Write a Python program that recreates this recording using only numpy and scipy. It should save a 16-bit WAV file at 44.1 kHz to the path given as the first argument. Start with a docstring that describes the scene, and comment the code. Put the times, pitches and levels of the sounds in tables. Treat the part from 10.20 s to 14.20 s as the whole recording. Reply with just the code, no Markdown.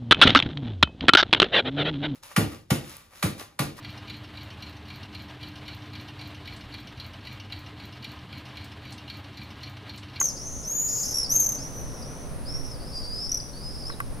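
"""Swifts over a town at dusk

Swifts chase each other, heard from a hand-held camera high on a house. Each scream slides up to
a shrill whistle and breaks into a buzz; many end in a trill of short notes. House walls echo the birds.
Distant traffic rumbles, air brushes the faintly hissing microphones and the camera clicks three times."""
import sys
import numpy as np
from scipy import signal
from scipy.fft import rfft, irfft
from scipy.io import wavfile
from scipy.ndimage import uniform_filter1d

SR = 44100
rng = np.random.default_rng(int(sys.argv[2]) if len(sys.argv) > 2 else 0)


def generate_wav(signal):
    """Clip the signal to [-1, 1] and save it as 16-bit WAV at the path in sys.argv[1]."""
    frames = np.transpose(np.atleast_2d(signal))
    scaled = np.clip(frames, -1, 1) * 32767
    pcm = np.round(scaled).astype(np.int16)
    wavfile.write(sys.argv[1], SR, pcm)


N = 176400
SIDES = np.array([[1], [-1]])  # adds to the left channel, takes from the right


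def undb(db):
    """Turn decibels into a number to multiply by."""
    return 10 ** (np.asarray(db) / 20)


def wander(rate_hz, size):
    """A smooth random drift with a spread of 1; a higher rate drifts faster."""
    width = max(2, int(SR / rate_hz))
    drift = rng.standard_normal(N + size)
    for _ in range(2):
        drift = uniform_filter1d(drift, width, mode="wrap")
    return drift[:size] / drift.std()


def noise(spectrum):
    """Noise with a spread of 1, shaped by (frequency [Hz], level [dB]) points and fading above the last."""
    hz, db = np.array(spectrum, float).T
    freqs = np.maximum(np.arange(N // 2 + 1) * SR / N, 1)
    gain = undb(np.interp(np.log(freqs), np.log(hz), db)) * np.minimum(1, hz[-1] / freqs) ** 2
    shaped = irfft(rfft(rng.standard_normal(N)) * gain, N)
    return shaped / shaped.std()


def add(out, start, sound):
    """Mix a sound in at its start time, in seconds."""
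    i = max(0, int(start * SR))
    n = min(sound.shape[-1], N - i)
    out[..., i:i + n] += sound[..., :n]


def traffic():
    """Distant traffic blends into a low rumble that gently swells and sinks."""
    # the rumble both ears share (frequency [Hz], level [dB])
    shared = [(25, -5), (50, -7), (85, -9), (115, -0.5), (146, -1.5), (170, -7.5), (225, -7), (275, -5.5),
              (320, -11.5), (560, -11), (700, -16), (1300, -22), (2500, -31), (3500, -37.5)]
    # the part that differs between the ears (frequency [Hz], level [dB])
    spread = [(40, -18), (150, -5.5), (560, -0.5), (1300, -7.5), (3500, -20.5)]
    rumble = undb(-41) * noise(shared) + undb(-52) * SIDES * noise(spread)
    return rumble * undb(wander(1.09, N))


def wind():
    """Slowly growing gusts brush the two microphones and push them partly in opposite directions."""
    # air buffeting a microphone (frequency [Hz], level [dB])
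    buffeting = [(12, 0.5), (65, -2.5), (110, -18), (250, -23), (1000, -47)]
    growth_db_per_s, gust_db = 2, 3
    db = -43.5 + growth_db_per_s * np.arange(N) / SR
    gusts = np.array([noise(buffeting) * undb(db + gust_db * wander(11, N)) for _ in range(2)])
    return gusts - 0.2 * gusts[::-1]


def microphone_hiss():
    """The microphones make a faint, steady hiss of their own."""
    # tone of the hiss (frequency [Hz], level [dB])
    hiss = [(2000, -16.5), (3500, -8), (5600, -2.5), (7600, -14), (8500, -4), (9800, 2.5), (11000, -4),
            (12500, -14.5), (15500, -16.5)]
    return undb(-52.5) * (noise(hiss) + 0.41 * SIDES * noise(hiss))


def whistle(hz, loudness, octave_db):
    """A bird's voice box sings a tone with two overtones. Returns the sound and its loudness curve."""
    phase = 2 * np.pi * np.cumsum(hz) / SR
    roughness = 2 * np.pi * np.cumsum(260 * wander(1410, len(hz))) / SR
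    overtones = np.sin(2 * phase) + undb(-15.5) * np.sin(1.5 * phase + roughness)
    tone = np.sin(phase) + undb(octave_db) * overtones
    return np.array([np.sqrt(2) * loudness * tone, loudness])


def trills():
    """Each short note swells quickly, flicks on to its pitch and leaves a brief buzz."""
    # each trill: (flick starts above the pitch by [Hz], note length at 6 kHz [s], buzz level [dB]),
    # then its notes (time [s], relative level [dB], pitch [Hz])
    runs = [ ((730, 0.0058, -5.5), [(.0004, -16, 6394), (.0094, -16.5, 6510), (.0253, -21, 6130),
            (.0393, -18, 6370), (.0534, -16.5, 5950), (.0697, -28, 5740), (.0854, -22.5, 5610),
            (.1004, -33.5, 4900)]), ((400, 0.0048, 0.5), [(.8524, -27, 6200), (.8809, -25.5, 6330),
            (.9083, -25.5, 6270)]), ((420, .008, -11), [(.9418, -20.5, 5490), (.9544, -20.5, 5590),
            (.9692, -20, 5570), (.9824, -19, 5460), (.9974, -20.5, 5380), (1.0124, -22.5, 5270),
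            (1.0291, -20.5, 5300), (1.0424, -23.5, 5020), (1.0584, -31, 4620)]), ((120, 0.0072, -3.5),
            [(1.2605, -18.5, 6190), (1.2885, -19, 6270), (1.3189, -21.5, 6190), (1.3485, -23.5, 5950)]),
            ((100, 0.014, -10), [(1.7874, -43, 5560), (1.8223, -41, 4890)]), ((170, 0.01, -2),
            [(2.4538, -38, 5530), (2.4824, -42, 5600), (2.5117, -35.5, 5190), (2.5404, -41, 4770)]),
            ((-450, 0.0061, -27), [(3.0915, -25, 5620), (3.116, -17.5, 5850), (3.143, -18, 5890),
            (3.1705, -23, 5640), (3.1995, -27, 5040)]), ((200, 0.009, -9), [(3.6364, -34, 4850),
            (3.6526, -32, 4990), (3.6656, -31, 5180), (3.6774, -34, 5310), (3.693, -32.5, 5150)]),
            ((700, 0.0064, -14), [(3.707, -40, 4020), (3.7209, -38, 3840), (3.7364, -42, 3700)])]
    # strength of the overtone an octave up (note pitch [Hz], level [dB])
    octaves = [(5000, -26), (5450, -8), (5800, -21.5), (6250, -8.5), (6700, -41)]
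    rise_s, release_s, flick_s, rough_hz = 0.0019, 0.00038, 0.0015, 70.6
    buzz_hz, buzz_fade_s = 262, 0.017
    out, t = np.zeros((2, N)), np.arange(SR // 20) / SR
    swell = np.sin(np.pi / 2 * np.minimum(t / rise_s, 1)) ** 2
    for (flick, length, buzz_db), notes in runs:
        for start, db, pitch in notes:
            after = np.maximum(t - length * (pitch / 6000) ** 1.22, 0)  # lower notes end sooner
            buzz = undb(buzz_db) * np.exp(-after / buzz_fade_s) * np.sin(np.pi * buzz_hz * after) ** 2
            loudness = swell * (np.exp(-after / release_s) + buzz) * undb(db - 4.5)
            hz = pitch + flick * np.exp(-t / flick_s) + rough_hz * wander(1500, len(t))
            octave_db = np.interp(pitch, *np.array(octaves).T)
            add(out, start, whistle(hz, loudness, octave_db))
    return out


def beak_air(loudness):
    """Air hisses through the beak, as strongly as the bird sings."""
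    # tone of the rushing air (frequency [Hz], level [dB])
    breath = [(3000, -14.5), (4300, -18), (5200, -2.5), (7000, -7.5), (9600, -5), (11500, -15),
              (15000, -19)]
    return undb(-21.5) * loudness * noise(breath)


def house_echoes(sound):
    """A near wall scatters the sound at once; far house fronts add a longer, duller tail."""
    t = np.arange(SR) / SR
    wall_fade_s, tail_s, dull_hz = 0.014, 0.69, 7640  # the tail falls 60 dB in tail_s

    def scatter(fade):
        echo = (rng.standard_normal(SR) + 0.62 * SIDES * rng.standard_normal(SR)) * fade
        return echo / np.sqrt(np.sum(echo ** 2) / 2)

    near = scatter(np.exp(-t / wall_fade_s) * (t > .002))
    far = scatter(1000. ** (-t / tail_s) * (t > .02))
    far = signal.sosfilt(signal.butter(2, dull_hz, fs=SR, output="sos"), far)
    echoes = undb(-4) * near + undb(-7.5) * far
    return sound + signal.fftconvolve(sound[None], echoes, axes=1)[:, :N]


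def camera_clicks():
    """Each click ticks and rings the camera body; the ring reaches the left microphone a little late."""
    # the clicks (time [s], peak of the ring [dB], delay on the left [s], tick against ring [dB])
    clicks = [(0.012, -19.5, 0.00013, -5.5), (3.699, -25, 0.00021, -26), (3.802, -17, 0.00022, -14)]
    # ringing tones of the camera body (pitch [Hz], level [dB], time to fall 60 dB [s])
    body = [(1129, 2, 0.038), (1390, 0, 0.028), (1543, 0.5, 0.025), (2007, 1, 0.023), (2430, -5.5, 0.018)]
    # tone of the bright tick (frequency [Hz], level [dB])
    tick_tone = [(600, -12), (850, 9), (3300, -2.5), (5000, -19), (9500, 1), (12500, -1), (14000, -16)]
    ring_rise_s, tick_fade_s = 0.0012, 0.0037
    out, t = np.zeros((2, N)), np.arange(SR // 10) / SR
    for start, db, delay, tick_db in clicks:
        age = np.maximum(t - np.array([[delay], [0]]), 0)
        ring = sum(undb(level) * np.sin(2 * np.pi * hz * age) * 1000. 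** (-age / ring_s)
                   for hz, level, ring_s in body)
        ring *= np.minimum(age / ring_rise_s, 1)
        tick = np.array([noise(tick_tone)[:len(t)] for _ in range(2)]) * np.exp(-t / tick_fade_s)
        add(out, start, undb(db) * (ring / abs(ring).max() + undb(tick_db) * tick))
    return out


def screams():
    """The pitch slides up and mostly sags; a fast buzz chops and bends it, unevenly in hoarse birds."""
    # the screams (start [s], end [s], first pitch [Hz], held pitch [Hz], slide time [s], final sag [Hz],
    # starting buzz rate [Hz], hoarseness [0-1], octave overtone [dB])
    calls = [ (0.158, 0.474, 4490, 6350, 0.048, 87.5, 225, 0.68, -26),
             (0.427, 0.871, 4750, 6897, 0.048, 259.5, 270.7, 0.09, -15),
             (.677, 0.816, 4900, 5460, 0.011, 445, 253.5, 0.93, -11),
             (.825, 0.942, 5060, 5550, .02, 203, 256.3, 0.7, -11),
             (1.09, 1.258, 5336, 6614, .031, 380.5, 242, 0.1, -10),
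             (1.378, 1.85, 4480, 6070, 0.045, 470, 251.3, 0.39, -15.5),
             (1.833, 2.134, 5300, 6010, 0.04, 82, 211, 1, -35),
             (2.247, 2.527, 4454, 5640, 0.045, 121, 239.5, 0.56, -19),
             (2.593, 2.877, 4430, 5405, .07, 64, 236, 0.7, -25),
             (2.715, 2.86, 4300, 4998, .02, 520, 251, 0.34, -25),
             (2.83, 3.084, 4548, 5492, 0.23, -92, 233, 0.4, -34),
             (3.328, 3.638, 4230, 5693, 0.14, 482.5, 242.6, 0.64, -44)]
    # how each scream's loudness and buzz depth rise and fall (time [s], level [dB], buzz depth [0-1])
    shapes = [
        [(.163, -45, 0.6), (.28, -40.5, 0.5), (.4, -43, 0.76), (.48, -52, 1)],
        [(.43, -48, .15), (.48, -33, 0.1), (.62, -27, 0.2), (.71, -31, 0.43), (.825, -28.5, 0.9), (.87, -42, 1)],
        [(.68, -38.5, .8), (.82, -44, 0.74)],
        [(.83, -34.5, 0.67), (.94, -37, .8)],
        [(1.091, -28.5, 0), (1.157, -22, 0.22), (1.186, -30, 0.37), (1.205, -20, .08), (1.228, -28.5, .45),
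         (1.26, -26, .55)],
        [(1.378, -45.5, 0.2), (1.44, -42, 0.1), (1.52, -49, .3), (1.59, -40.5, .1), (1.67, -50, 0.67),
         (1.85, -50.5, 0.8)],
        [(1.83, -49.5, 0.3), (2.024, -52, 0.46), (2.13, -65, 0.6)],
        [(2.253, -55, .3), (2.277, -40.5, 0.26), (2.37, -40.5, 0.23), (2.53, -54.5, 0.93)],
        [(2.598, -52, 0.3), (2.74, -49.5, .5)],
        [(2.72, -51, .3), (2.762, -35, 0.15), (2.86, -49, 0.35)],
        [(2.83, -48.5, 0.3), (2.925, -37, 0.17), (3.02, -34.5, 0.28), (3.078, -39, 0.67)],
        [(3.33, -53, .2), (3.43, -46, 0.38), (3.48, -39.5, 0), (3.52, -46, 0.54)],
    ]
    # stretches where the buzz throbs at half its rate (start [s], end [s], depth [dB])
    throbs = [(1.133, 1.175, 7)]
    slowing, chop_db, flutter_db = 0.139, 13, 1.5
    swing_hz, rasp_hz, hoarse_hz, waver_hz = 526, 137, 105, 18.9
    fade_in_s, fade_out_s = 0.01, 0.011
    out = np.zeros((2, N))
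    for (start, end, first, held, slide, sag, rate, hoarse, octave_db), shape in zip(calls, shapes):
        t = np.arange(int((end - start) * SR)) / SR
        n, progress, clock = len(t), t / t[-1], start + t
        times, levels, depths = np.array(shape).T
        depth = np.interp(clock, times, depths)
        jitter = (0.045 + 0.065 * hoarse) * wander(198, n)
        buzz_phase = 2 * np.pi * np.cumsum(rate * (1 - slowing * progress ** 2 + jitter)) / SR

        throb_db = sum(db * ((clock > on) & (clock < off)) * 1. for on, off, db in throbs)
        dip_db = chop_db * depth * (1 - np.cos(buzz_phase)) / 2
        dip_db += uniform_filter1d(throb_db, size=300) * (1 - np.cos(buzz_phase / 2)) / 2
        chop = undb(3 * hoarse * wander(360, n) - dip_db)
        chop /= np.sqrt(uniform_filter1d(chop ** 2, size=700))  # keeps the average power steady

        hz = held + (first - held) * np.exp(-t / slide) - sag * progress ** 2 + waver_hz * wander(69, n)
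        roughness = rasp_hz * wander(2000, n) + hoarse * hoarse_hz * wander(380, n)
        hz += depth * (swing_hz * np.cos(buzz_phase + 1.57) + roughness)

        db = np.interp(clock, times, levels) + flutter_db * wander(125, n)
        fade = np.clip(np.minimum(t / fade_in_s, (t[-1] - t) / fade_out_s), 0, 1)
        add(out, start, whistle(hz, chop * fade * undb(db), octave_db))
    return out


def swifts():
    """All the birds with their breath and echoes, a little to the left."""
    voices, loudness = screams() + trills()
    left_lead_db = 0.9
    return house_echoes(voices + beak_air(loudness)) * undb(SIDES * left_lead_db / 2)


def scene():
    """Birds, camera, town and air together."""
    return swifts() + camera_clicks() + traffic() + wind() + microphone_hiss()


def record(dry):
    """A steep filter cuts off the highest treble."""
    top_hz = 15750
    return signal.sosfilt(signal.ellip(10, .1, 80, top_hz, fs=SR, output="sos"), dry)


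dry = scene()
out = record(dry)
generate_wav(out)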